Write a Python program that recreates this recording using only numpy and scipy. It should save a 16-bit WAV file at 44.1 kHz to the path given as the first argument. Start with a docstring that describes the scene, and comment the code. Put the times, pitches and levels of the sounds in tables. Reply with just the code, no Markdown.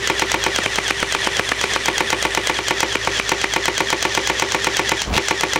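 """A toy blaster rattles close by, about eight strokes a second: a whine that rises briefly and then falls, a click,
a slam, at times a pop. Gear teeth speed up briefly, then slow, as they compress a spring; a latch clicks and the
piston slams into the plastic shell. On some strokes trapped air bursts out behind a pellet; once, near the end,
the cycle stalls in a rumbling scrape. Gears are pulses and noise through resonances, impacts are causal filter
responses, the stall is shaped noise. A low hum of wavering sines and faint outdoor noise lie underneath."""
import sys
import numpy as np
from scipy import signal
from scipy.fft import rfft, irfft, next_fast_len
from scipy.io import wavfile
from scipy.ndimage import uniform_filter1d

SR = 44100
rng = np.random.default_rng(int(sys.argv[2]) if len(sys.argv) > 2 else 0)


def materialize(psi):
    """Save the field psi as 16-bit PCM at rate SR to the path in sys.argv[1].

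    A 1-D psi becomes a single channel; in a 2-D psi each row is a channel.
    """
    bounded = np.clip(np.atleast_2d(psi).T, -1, 1)
    quanta = np.round(bounded * 32767).astype(np.int16)
    wavfile.write(sys.argv[1], SR, quanta)


N = 246739
TIME = np.arange(N) / SR


def undb(db):
    """Logarithmic level: decibels become an amplitude gain."""
    return 10 ** (np.asarray(db) / 20)


def unit(x):
    """Normalisation: scale a signal to an rms of 1."""
    return x / np.sqrt(np.mean(x ** 2))


def add(out, start_s, x):
    """Superposition: mix x into out from start_s."""
    i = max(0, int(round(start_s * SR)))
    out[i:i + len(x)] += x[:max(0, len(out) - i)]


def curve(table, at):
    """Linear interpolation: each column of a table joined by straight lines over its first."""
    key, *columns = np.transpose(table)
    return [np.interp(at, key, column) for column in columns]


def slope(points, size):
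    """Spectral envelope: gain of (Hz, dB) points on transform bins, straight over log frequency."""
    hz, db = np.transpose(points)
    bins_hz = np.fft.rfftfreq(size, 1 / SR)
    return undb(np.interp(np.log(bins_hz + 1), np.log(hz), db))


def peaks(modes, size):
    """Modal resonance: gain of (Hz, width Hz, dB) peaks on transform bins, summed in power."""
    bins_hz = np.fft.rfftfreq(size, 1 / SR)
    power = 0
    for hz, width_hz, db in modes:
        power = power + (undb(db) / (1 + (2 * (bins_hz - hz) / width_hz) ** 2)) ** 2
    return np.sqrt(power)


def colour(x, shape, table):
    """Linear filtering: multiply the spectrum by slope or peaks, then scale to rms 1."""
    size = next_fast_len(len(x))
    filtered = irfft(rfft(x, size) * shape(table, size), size)
    return unit(filtered[:len(x)])


def ring(gain, spread_s, order=40):
    """Dispersion: a causal unit-energy response whose frequencies take paths of unequal delay, rms spread_s."""
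    # folding the cepstrum onto positive time gives the minimum-phase response
    cepstrum = irfft(np.log(gain + 1e-7))
    size = len(cepstrum)
    cepstrum[1:size // 2] *= 2
    cepstrum[size // 2 + 1:] = 0
    # noise smoothed over order bins sets the extra delay of each frequency
    smooth = uniform_filter1d(uniform_filter1d(rng.standard_normal(len(gain)), order), order)
    late_s = spread_s * np.abs(unit(smooth))
    lag = 2 * np.pi * np.cumsum(late_s) * SR / size
    response = irfft(np.exp(rfft(cepstrum) - 1j * lag))
    fade = np.cos(np.linspace(0, np.pi / 2, size)) ** 2
    return unit(response * fade) / np.sqrt(size)


def walk(rate_hz):
    """Random modulation: normal draws at rate_hz, joined by straight lines, with a spread near 1."""
    count = int(N / SR * rate_hz) + 2
    return 1.2 * np.interp(TIME * rate_hz, np.arange(count), rng.standard_normal(count))


# Runs of nearly evenly spaced strokes. 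Each row: first latch click in seconds, last latch click in seconds.
BURSTS = [(0.0736, 0.5605), (0.6358, 2.4714), (2.6827, 3.5369), (3.6558, 4.8924), (5.2841, 5.5337)]
# nominal turn of the gearbox, and how much longer each turn in a run takes than the one before as the motor tires
CYCLE_S, SLOWING_S = .1225, .00007
FLIGHT_S = .0252  # from latch click to piston slam
# relative levels with an empty barrel, and their chance scatter from stroke to stroke
EMPTY_LATCH_DB, EMPTY_SLAM_DB, EMPTY_GEARS_DB, SCATTER_DB = -.3, -.7, -1.1, .4
# once the gear slips early: a weak slam and no latch click
SLIP_S, SLIP_DB = 2.5885, -7
# once the cycle stalls after a muted latch click, until the piston lets go
STALL_S, RELEASE_S, STALL_LATCH_DB = 5.0182, 5.1778, -3


def strokes():
    """Periodic excitation: all cycles as (latch click s, slam s, latch dB, slam dB, gears dB), in order."""
    rows = [(SLIP_S - FLIGHT_S, SLIP_S, -np.inf, SLIP_DB, EMPTY_GEARS_DB),
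            (STALL_S, RELEASE_S, STALL_LATCH_DB, EMPTY_SLAM_DB, EMPTY_GEARS_DB)]
    empty_db = np.array([EMPTY_LATCH_DB, EMPTY_SLAM_DB, EMPTY_GEARS_DB])
    for first_s, last_s in BURSTS:
        turns = int(round((last_s - first_s) / CYCLE_S))
        k = np.arange(turns + 1)
        even_s = first_s + (last_s - first_s) * k / turns
        for latch_s in even_s - SLOWING_S * k * (turns - k) / 2:
            levels = empty_db + SCATTER_DB * rng.standard_normal(3)
            # a pellet soon after the click gives the stroke its own levels
            for pellet_s, _, _, *loaded in PELLETS:
                if 0 < pellet_s - latch_s < CYCLE_S / 2:
                    levels = loaded
            rows.append((latch_s, latch_s + FLIGHT_S, *levels))
    return sorted(rows)


# Low hum. Each row: frequency in Hz, rms level in dB.
HUM = [(58, -41.5), (107, -44.5), (117, -51)]
# Spectrum of the outdoor air. 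Each row: frequency in Hz, relative level in dB.
YARD_AIR = [(20, -26), (36, -16), (50, -13), (80, 3), (120, -5), (200, -12), (500, -7.5), (1500, -2),
            (5000, -25), (10000, -30), (16000, -41)]


def yard():
    """Additive synthesis: sines wavering in pitch and level hum over filtered noise, the outdoor air."""
    hum = 0
    for hz, db in HUM:
        wavering_hz = hz + 1.6 * walk(14)
        tone = undb(1.5 * walk(9)) * np.sin(2 * np.pi * np.cumsum(wavering_hz) / SR)
        hum = hum + undb(db) * unit(tone)
    air = colour(rng.standard_normal(N), slope, YARD_AIR)
    return hum + undb(-38 + walk(3.02)) * air


# Course of one stroke. Each row: share of the cycle from 0 to 1, tooth rate in Hz, and the relative levels
# of teeth and grinding in dB.
STROKE = [(0, 1700, -24, -3.5), (.2, 2018, -10, -3.5), (.42, 1956, -3, -1.5), (.59, 1783, -0.5, 0.5),
          (.7, 1680, 0.5, 1), (.8, 1609, -1, 2), (.92, 1521, 0, 1.5), (1, 1499, 0.5, 3.5)]
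# Gearbox wall that radiates the whine. Each row: frequency in Hz, width in Hz, relative level in dB.
GEARBOX = [(1868, 430, -0.5), (3295, 410, 0), (5560, 410, -16), (6200, 1100, -38)]
# Spectrum of the grinding. Each row: frequency in Hz, relative level in dB.
GRIND = [(40, -12.5), (130, -6), (300, -3.5), (450, -0.5), (700, -3.5), (1300, -3), (2000, 2), (2600, 0.5),
         (3300, 1.5), (4300, -6.5), (6200, -9), (8000, -15), (11000, -23.5), (16000, -42)]
# Sharp rasp of the teeth under load. Each row: frequency in Hz, width in Hz, relative level in dB.
RASP = [(4200, 1000, -1.5), (5150, 980, -2.5), (5970, 1130, -0.5), (7070, 600, -4.5)]
# The aim of the blaster trades fine hiss against rasp. Each row: time in seconds, then relative levels in dB
# of hiss, of rasp, and of grinding and rasp together.
AIM = [(0, -8, -4, 1.5), (.5, -7, -4, .5), (.7, -1.5, -2.5, 0), (2.45, -2.5, -6, .3), (2.7, -9, -0.5, 0),
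       (3.6, -8, 0, -1.3), (4.1, -8, 0, .4), (4.9, -7.5, 0, .3), (5.6, -7, -0.5, -1)]
# the spring's note rises as it settles after a slam
SING_FROM_HZ, SING_TO_HZ, SING_SETTLE_S = 378, 397, .02
# its level at a 0 dB slam, its dB per dB of slam, and the share of the cycle at which closing coils silence it
SING_DB, SING_FOLLOWS, SING_END = -27.3, .35, .98


def gears(shots):
    """Gear-mesh excitation: teeth speed up briefly, then slow, and mostly rub harder, as the spring is compressed."""
    phase, drive, effort = np.zeros((3, N))
    start = shots[0][1] - CYCLE_S
    # time since the last slam, and the level of that slam
    age, struck_db = TIME - start, np.full(N, 1. * EMPTY_SLAM_DB)
    for latch_s, slam_s, _, slam_db, gears_db in shots:
        stop = latch_s if latch_s == STALL_S else slam_s
        now = TIME >= start
        phase[now] = np.clip((TIME[now] - start) / (stop - start), 0, 1)
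        drive[now] = np.exp(-np.maximum(TIME[now] - stop, 0) / 0.039)  # in a stall the gears coast to rest
        effort[now] = undb(gears_db)
        after = TIME >= slam_s
        age[after], struck_db[after] = TIME[after] - slam_s, slam_db
        start = slam_s
    last = TIME >= start
    phase[last], drive[last] = (TIME[last] - start) / CYCLE_S, 1
    tooth_hz, tooth_db, grind_db = curve(STROKE, phase)

    teeth = np.cumsum(tooth_hz * (1 + .006 * walk(25) + .03 * walk(1600))) / SR  # teeth passed so far
    mesh = sum(np.cos(2 * np.pi * k * teeth) for k in range(1, 5))
    # pinion (9 teeth) and wheel (26) run slightly off centre and every tooth bites differently
    pinion = 1 + .5 * np.cos(2 * np.pi * teeth / 9)
    wheel_db = 3 * np.cos(2 * np.pi * teeth / 26)
    bite = pinion * undb(wheel_db + 2.5 * walk(500))
    whine = colour(mesh * bite, peaks, GEARBOX) * undb(tooth_db)

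    # the flanks rub once a tooth
    once_a_tooth = 1 + .5 * np.cos(2 * np.pi * teeth)
    rub = rng.standard_normal((3, N)) * once_a_tooth * undb(1.5 * walk(600))
    hiss_db, rasp_db, gear_db = curve(AIM, TIME)
    grind = colour(rub[0], slope, GRIND) * undb(grind_db - 26.3)
    # rasp grows faster with load than the grinding
    rasp = colour(rub[1], peaks, RASP) * undb(1.5 * grind_db + rasp_db - 31)
    hiss = colour(rub[2], peaks, [(8660, 2400, 0)]) * undb(hiss_db + grind_db - 42.5)

    # each slam sets the spring singing, until it is nearly closed
    settling = (SING_TO_HZ - SING_FROM_HZ) * SING_SETTLE_S * np.exp(-age / SING_SETTLE_S)
    cycles = SING_TO_HZ * age + settling
    note = unit(np.sin(2 * np.pi * (cycles + .04 * walk(100))) * undb(1.5 * walk(80)))
    free = np.clip(np.minimum(phase / .1, 1 - phase / SING_END), 0, 1)
    singing = note * undb(SING_DB + SING_FOLLOWS * struck_db) * free

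    loaded = undb(-26.0) * whine + undb(gear_db) * (grind + rasp)
    return drive * (effort * loaded + hiss + singing)


# The latch's bright ring. Each row: frequency in Hz, width in Hz, relative level in dB.
LATCH = [(550, 520, -8), (846, 160, -6.5), (1360, 1900, -6), (2027, 103, 2.5), (2720, 980, -6.5),
         (3480, 140, -8), (4060, 460, -5), (4660, 350, -3.6), (5770, 337, -4), (6400, 1970, -5),
         (6540, 279, -7.5), (8080, 600, -9.5), (9350, 850, -21.5), (11050, 640, -23), (15183, 5300, -27)]


def latch(shots, size=4096):
    """Small-source radiation: a short bright click and its chatter, from a part too small to radiate bass."""
    out = np.zeros(N)
    bass_cut = slope([(60, -27), (220, -29), (450, -6)], size)
    gain = peaks(LATCH, size) * bass_cut
    for latch_s, _, db, *_ in shots:
        snap = ring(gain, spread_s=.0007, order=12)
        chatter = ring(gain, spread_s=.0015, order=12)
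        add(out, latch_s, undb(db + 9) * snap)
        add(out, latch_s + 0.00098, undb(db + 6) * chatter)
    return out


# Shell and empty barrel under the piston's blow. Each row: frequency in Hz, width in Hz, relative level in dB.
SHELL = [(168, 55, -12), (228.4, 25, -8), (317.7, 32, -2.5), (365, 69, -4), (523, 85, -6), (603, 32, -8),
         (728, 107, -8.5), (897, 173, -1), (1059, 400, -8.5), (1090, 34, -8.5), (1301, 34, -24.5),
         (1448, 150, -8), (1702, 98, -15), (1825, 190, -6), (2054, 136, -4), (2209, 62, -5.5),
         (2384, 95, -6), (2480, 320, -8.1), (2787, 560, -10.5), (3160, 1200, -38), (3520, 52, -21.5),
         (3540, 300, -57), (3900, 2100, -20.5), (4700, 2200, -30), (6070, 7000, -28), (8560, 800, -31.0)]
# The spring's lasting twang. Each row: frequency in Hz, width in Hz, relative level in dB.
SPRING = [(343, 44.5, -9), (390.8, 9.2, -6), (420, 47, -13), (507, 7.3, -12), (1133, 33.5, -8.5)]
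# Tilt of the spring's rattle. Each row: frequency in Hz, relative level in dB.
CLATTER = [(200, -18), (400, 8.5), (900, -1), (1150, 2), (2300, -6.5), (4000, 3), (8000, -20)]
# The spring's rebound against its guide. Each row: frequency in Hz, width in Hz, relative level in dB.
REBOUND = [(1140, 160, -7), (2350, 124, 7.5), (2910, 390, -1.5), (4130, 700, -11)]


def piston(shots, size=8192):
    """Impact excitation: the slam rings the shell, and the spring twangs, surges and rebounds on its guide."""
    out, t = np.zeros(N), np.arange(size) / SR
    blow = ring(peaks(SHELL, size), spread_s=.0024, order=22)
    # the ring is boosted towards 7 ms, then damped as the piston seats
    blow = blow * undb(np.interp(t, [0, .003, .007, .0105], [-0.86, -1.25, 4.3, 0.25]))
    twang = ring(peaks(SPRING, size), spread_s=0.0008)
    surge_db = 2.9 * np.cos(2 * np.pi * t / 0.0129)
    surge = np.exp(-t / 0.024) * (1 - np.exp(-t / 0.0046)) * undb(surge_db)
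    seat = rng.standard_normal(size)  # the spring hits much the same places each time
    for _, slam_s, _, db, _ in shots:
        rattle = (seat + 0.41 * rng.standard_normal(size)) * surge
        through_shell = np.convolve(rattle, blow[:size // 8])[:size]
        clatter = colour(through_shell, slope, CLATTER)
        slam = undb(db + 17.0) * blow + undb(0.72 * db + .5) * twang + undb(0.84 * db - 32.5) * clatter
        add(out, slam_s, slam)
        rebound = ring(peaks(REBOUND, size), spread_s=.0009, order=22)
        add(out, slam_s + .0165, undb(-1.0) * rebound)
    return out


# Pellets leaving the barrel, each cushioning its stroke. Each row: time in seconds, relative level in dB,
# pop centre in Hz, then the relative levels of that stroke's latch, slam and gears in dB.
PELLETS = [(0.5866, -4.5, 1020, -1, -9, 0.5), (0.6597, -4, 2190, -10, -12, 1.5),
           (0.7852, -3.5, 2130, -3.5, -10.5, 0), (0.9075, -1.5, 2280, -6.5, -11, 0.5),
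           (1.0279, -3, 1610, -9, -8, -1), (1.1483, -4.5, 1210, -1.5, -7, -1),
           (1.272, -3, 1140, -9.5, -8.5, 1), (1.3948, -1.5, 1730, -6, -9, 1),
           (1.5175, -2.5, 1840, -5.5, -13, -1), (1.6397, -4.5, 2340, -4, -8.5, -0.5),
           (1.7611, -4, 1210, -5, -7.5, 2), (2.9541, -3.5, 2310, -12, -11, -1),
           (3.0731, -7, 1000, -10, -4.5, -1.5), (3.197, -3.5, 2380, -10, -16, 1.5),
           (3.4421, -3.5, 1930, -6.5, -8.5, -0.5)]
# Spectrum of the air burst. Each row: frequency in Hz, relative level in dB.
POP = [(60, -16), (200, -2.5), (450, 1), (850, -3), (1300, -1), (2500, -2.5), (3400, -11.5), (6000, -21),
       (10000, -24), (16000, -46)]


def pellets(size=4096):
    """Pressure release: trapped air bursts out behind each pellet, with a different ring every time."""
    out = np.zeros(N)
    for pellet_s, db, hz, *_ in PELLETS:
        gain = slope(POP, size) * (1 + 0.93 * peaks([(hz, 500, 0)], size))
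        pop = ring(gain, spread_s=0.002013, order=12)
        add(out, pellet_s, undb(db + 17) * pop)
    return out


# Spectrum of the stall's rumble. Each row: frequency in Hz, relative level in dB.
RUMBLE = [(20, -19), (35, -20), (55, 10), (90, -6), (160, -8.5), (400, -11.5), (1000, -14), (4000, -51)]
# Spectrum of the stall's scrape. Each row: frequency in Hz, relative level in dB.
SCRAPE = [(100, -5), (400, -4), (1200, -6), (2500, 2.5), (3500, -1), (6000, -7.5), (9000, -18),
          (16000, -31)]
# rumble: level, delay after the gears stop, attack, and release that ends as the piston lets go
RUMBLE_DB, RUMBLE_DELAY_S, RUMBLE_ATTACK_S, RUMBLE_RELEASE_S = -18, .015, .1, .01
# scrape: level as the piston lets go, growth before and decay after
SCRAPE_DB, SCRAPE_RISE_DB_PER_S, SCRAPE_FALL_DB_PER_S = -9.5, 370, 2600


def stall():
    """Friction noise: a low rumble and a rough scrape swell until the stalled piston lets go."""
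    after = TIME - RELEASE_S
    attack = np.clip((TIME - STALL_S - RUMBLE_DELAY_S) / RUMBLE_ATTACK_S, 0, 1)
    release = np.clip(-after / RUMBLE_RELEASE_S, 0, 1)
    scrape_db = SCRAPE_DB + np.minimum(SCRAPE_RISE_DB_PER_S * after, -SCRAPE_FALL_DB_PER_S * after)
    rumble = colour(rng.standard_normal(N), slope, RUMBLE)
    scrape = colour(rng.standard_normal(N) * undb(3.9 * walk(300)), slope, SCRAPE)
    return rumble * undb(RUMBLE_DB) * attack * release + scrape * undb(scrape_db)


def scene():
    """Superposition of all sources at one microphone, the same on both channels."""
    shots = strokes()
    mono = gears(shots) + latch(shots) + piston(shots) + pellets() + stall() + yard()
    return np.array([mono, mono])


def record(dry):
    """Saturation and band-limiting: peaks round off below a ceiling and the top is cut."""
    ceiling, top_hz = .57, 16200
    rounded = dry / (1 + (dry / ceiling) ** 4) ** (1 / 4)
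    low_pass = signal.ellip(8, .1, 50, top_hz, fs=SR, output="sos")
    return signal.sosfiltfilt(low_pass, rounded)


dry = scene()
out = record(dry)
materialize(out)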